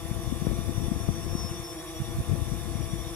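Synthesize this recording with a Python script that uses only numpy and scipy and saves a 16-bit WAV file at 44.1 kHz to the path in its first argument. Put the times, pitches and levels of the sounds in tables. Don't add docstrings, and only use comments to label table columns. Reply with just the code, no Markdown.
import sys
import numpy as np
from scipy import signal
from scipy.fft import rfft, irfft, next_fast_len
from scipy.io import wavfile
from scipy.ndimage import uniform_filter1d, map_coordinates

SR = 44100
rng = np.random.default_rng(int(sys.argv[2]) if len(sys.argv) > 2 else 0)


def wav_out(sig):
    wavfile.write(sys.argv[1], SR, np.round(np.clip(np.atleast_2d(sig).T, -1, 1) * 32767).astype(np.int16))


N = 138915


def amp(db):
    return 10 ** (np.asarray(db) / 20)


def unit(x):
    return x / np.sqrt(np.mean(x ** 2) + 1e-20)


def along(points, hz):
    freqs, *columns = np.transpose(points)
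    return np.array([np.interp(np.log(hz + 1), np.log(freqs + 1), c) for c in columns])


def curves(rows):
    times, *columns = np.transpose(rows)
    return [np.interp(np.arange(N) / SR, times, c) for c in columns]


def wobble(rate):
    return map_coordinates(rng.standard_normal(int(N * rate / SR) + 4), [np.arange(N) * rate / SR])


def filtered(x, response):
    size = next_fast_len(N + SR // 2)
    return irfft(rfft(x, size) * response(np.fft.rfftfreq(size, 1 / SR)), size)[..., :N]


def port_phase(hz):
    # (frequency [Hz], phase [rad])
    lead = [(0, 0), (1380, 0.7), (4130, 2), (4480, 1.07), (9820, -38), (10900, -38.5), (13100, -45.5),
            (15200, -65.5)]
    return np.exp(.5j * np.outer([1, -1], np.interp(hz, *np.transpose(lead))))


def sea_and_blade_hiss(level_db, patchy_db):
    # (frequency [Hz], left [dB], right [dB])
    spectrum = [(25, -21, 1.5), (81, -9, -4), (185, -12, -9.5), (580, -14, -51), (1020, -15, -10),
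                (1500, -16, -22), (2310, -15.5, -14.5), (3740, -22.5, -21.5), (4380, -22, -26.5),
                (6050, -13.5, -15), (5670, -23.5, -23.5), (7770, -18.5, -20.5), (8900, -21.5, -14.5),
                (11000, -25, -13), (12330, -26, -18.5), (15900, -36, -33)]
    # (frequency [Hz], shared power [0..1])
    likeness = [(300, 0.57), (1500, 0.56), (8000, 0.67), (13000, 0.17)]
    bins = signal.stft(rng.standard_normal((3, N)), nperseg=512)[2]
    patches = uniform_filter1d(rng.standard_normal(bins.shape[1:]), size=4, axis=0)
    patches = unit(uniform_filter1d(patches, size=8, axis=1))
    common, *own = signal.istft(bins * amp(patchy_db * patches), nperseg=512)[1][:, :N]
    share = lambda f: np.clip(along(likeness, f), 0, 1)
    both = filtered(common, lambda f: amp(along(spectrum, f)) * port_phase(f) * np.sqrt(share(f)))
    each = filtered(np.array(own), lambda f: amp(along(spectrum, f)) * np.sqrt(1 - share(f)))
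    return amp(level_db) * unit(both + each)


def wind_rumble(flutter_db, flutter_growth, lumpy_db):
    # (time [s], level [dB])
    wind = [(0, -30.5), (.25, -27), (.5, -25), (1, -25.5), (1.45, -27), (1.58, -32.5), (1.68, -41.5),
            (1.95, -41), (2.1, -28.5), (2.25, -30.5), (2.3, -21.5), (2.5, -27), (2.95, -28), (3.15, -38)]
    # (frequency [Hz], level [dB])
    rumble_spectrum = [(20, 0), (45, 4), (100, 2.5), (170, -8), (300, -22), (600, -58)]
    flutter_spectrum = [(60, -25), (200, 3.5), (350, -4), (600, -14.5), (1500, -43)]
    wind_db, = curves(wind)
    noise = lambda shape: unit(filtered(rng.standard_normal(N), lambda f: amp(along(shape, f)[0])))
    rumble = unit(amp(lumpy_db * wobble(24.32)) * noise(rumble_spectrum))
    swings = uniform_filter1d(abs(rumble), size=200)
    flutter = unit(swings * noise(flutter_spectrum))
    flutter *= amp(flutter_db + flutter_growth * (wind_db - wind_db.max()))
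    return amp(wind_db) * (rumble + flutter) * [[1], [0]]


def wind_thumps(swing_cycles, suck_cycles, hard_db):
    # (time [s], peak [dB], pitch [Hz])
    eddies = [
        [(0.115, -15.4, 146), (0.277, -20, 121), (0.326, -12.5, 209), (0.423, -13.5, 147), (0.471, -7.5, 163),
         (0.508, -16.5, 100), (0.53, -19, 183), (0.59, -14.5, 130), (0.695, -17, 200), (0.78, -14.5, 112),
         (0.884, -18.5, 173), (0.919, -11, 185), (1.091, -9, 143), (1.353, -13.5, 194), (1.423, -25.5, 92.5),
         (1.515, -20, 116), (1.6, -25, 112), (2.15, -21, 93), (2.296, -11, 97), (2.318, -13, 108),
         (2.337, -13, 131), (2.352, -15, 100), (2.424, -13.5, 84), (2.521, -15, 140), (2.755, -17, 127),
         (2.807, -15, 117), (2.937, -14.5, 129), (3.07, -21, 96)],
        [(2.004, -17.5, 131), (2.019, -16.5, 110), (2.173, -20, 100), (2.189, -15, 116), (2.204, -14, 95)],
    ]
    out = np.zeros((2, N))
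    t = np.arange(-SR // 40, SR // 40) / SR
    for port, rows in zip(out, eddies):
        for time, peak_db, hz in rows:
            swing = np.exp(-(t * hz / swing_cycles) ** 2)
            swing *= np.cos(2 * np.pi * hz * t + rng.normal(2.53, 1.0))
            age = np.maximum(t * hz / suck_cycles + 1.163, 0)
            rebound = -np.sin(np.pi * age ** .62)
            suck = rebound * np.tanh(4 * age) ** 2 * np.exp(-age / 2.6)
            hardness = min(amp(5 * (peak_db - hard_db)), 1)
            thump = (1 - hardness) * swing + 1.08 * hardness * suck
            port[round((time + t[0]) * SR):][:len(t)] += amp(peak_db) * thump / abs(thump).max()
    return out


def rotor_tone(blade_phase, multiple, trim_db, port_db, flicker_db=2.2):
    gain = amp(trim_db + flicker_db * wobble(20))
    return np.outer(amp(port_db), gain * np.sin(round(multiple) * blade_phase + 2 * np.pi * rng.random()))


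def narrow_peaks(hz):
    # (frequency [Hz], width [Hz], height of the added peak [dB])
    peaks = [(1055, 45, 2.5), (5372, 62, 25), (5630, 170, 6)]
    return 1 + sum(amp(db) / (1 + (2 * (hz - centre) / width) ** 2) for centre, width, db in peaks)


def rotors(hunt_hz, drift_hz, torque_db_per_hz):
    # (time [s], blade rate of rotors 1, 2, 3, 4 [Hz], hunting depth [Hz])
    hover = [(0, 162.9, 165.5, 168.5, 172.4, 2.4), (.3, 154.9, 165.5, 169.3, 175.5, 1.1),
             (.5, 158.7, 164.6, 168, 176.3, 1.5), (.65, 161, 167.5, 169, 173.2, 2),
             (.8, 157, 166.2, 171, 173.4, 1.4), (1, 155.4, 167.4, 171, 173.3, 1.1),
             (1.17, 156, 166.9, 169.5, 172, 1.1), (1.37, 153.3, 169.1, 170.5, 176.5, 1),
             (1.48, 153.9, 167.8, 171.3, 176, .8), (1.59, 155.9, 167, 171.8, 175.4, .9),
             (1.74, 153.3, 168.3, 169, 175.5, 1.2), (1.79, 159.5, 161.5, 167, 179, 4),
             (2.1, 159.5, 164.2, 167.5, 175.1, 3), (2.25, 156.4, 167, 170, 175.4, 1.7),
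             (2.45, 158.5, 165.8, 168, 174.3, 1.4), (2.72, 156.4, 165.5, 169.8, 175.7, .9),
             (2.85, 158.3, 163.5, 167.9, 172.9, 4), (3.15, 156, 166, 171.5, 175.1, 3)]
    # (share [0..1], depth ignored [Hz], phase [turns])
    hunting = [(1, .6, .75), (1, 0, 0), (.6, 1, .5), (1, .6, .25)]
    # (left [dB], right [dB])
    hum = [(-64, -59.5), (-49, -50.5), (-54.5, -61), (-64.5, -53.5), (-67, -58.5), (-67, -70), (-60, -62),
           (-76.5, -68), (-101, -81), (-71.5, -91), (-64, -70.5)]
    # (multiple of the blade rate, left [dB], right [dB])
    whine = [(21, -58, -64), (35, -73, -77.5)]
    # (even multiples [dB], odd multiples [dB], low whine [dB], high whine [dB])
    trims = [(-9.5, 1, -6.5, 4.5), (3.5, -1, 3.5, 18), (-4, -3, -3, -17), (-0.5, -13.5, -0.5, -12)]
    # (time [s], gain [dB])
    swell = [(0, -8), (.9, 0), (1.42, 3.5), (1.85, -5), (3.15, -5)]
    *rates, hunt_depth = curves(hover)
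    swell_db, = curves(swell)
    out = np.zeros((2, N))
    t = np.arange(N) / SR
    for rate, (share, slack, offset), (even_db, odd_db, low_db, high_db) in zip(rates, hunting, trims):
        rate = uniform_filter1d(rate, size=1200) + drift_hz * wobble(35)
        depth = share * np.maximum(hunt_depth - slack, 0)
        hunt_phase = 2 * np.pi * (hunt_hz * (t - 1.89) + offset + .2 * wobble(4))
        blade_phase = 2 * np.pi * np.cumsum(rate + depth * np.sin(hunt_phase)) / SR
        for multiple, port_db in enumerate(hum, start=1):
            out += rotor_tone(blade_phase, multiple, odd_db if multiple % 2 else even_db, port_db)
        torque_db = torque_db_per_hz * depth * np.cos(hunt_phase)
        for (multiple, *port_db), trim_db in zip(whine, [low_db, high_db + swell_db]):
            out += rotor_tone(blade_phase, multiple, trim_db + torque_db, port_db)
    return np.sqrt(2) * filtered(out, lambda f: narrow_peaks(f) * port_phase(f))


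def scene():
    return (rotors(hunt_hz=12.6, drift_hz=.36, torque_db_per_hz=1.1)
            + sea_and_blade_hiss(level_db=-44.5, patchy_db=1.65)
            + wind_rumble(flutter_db=-9, flutter_growth=.56, lumpy_db=1.5)
            + wind_thumps(swing_cycles=.5, suck_cycles=.3, hard_db=-7.5))


def record(dry):
    low_cut_hz, ceiling, top_hz = 38, .42, 15714
    thinned = filtered(dry, lambda f: (1j * f / (low_cut_hz + 1j * f)) ** 2)
    rounded = ceiling * np.tanh(thinned / ceiling)
    return filtered(rounded, lambda f: f < top_hz)


dry = scene()
out = record(dry)
wav_out(out)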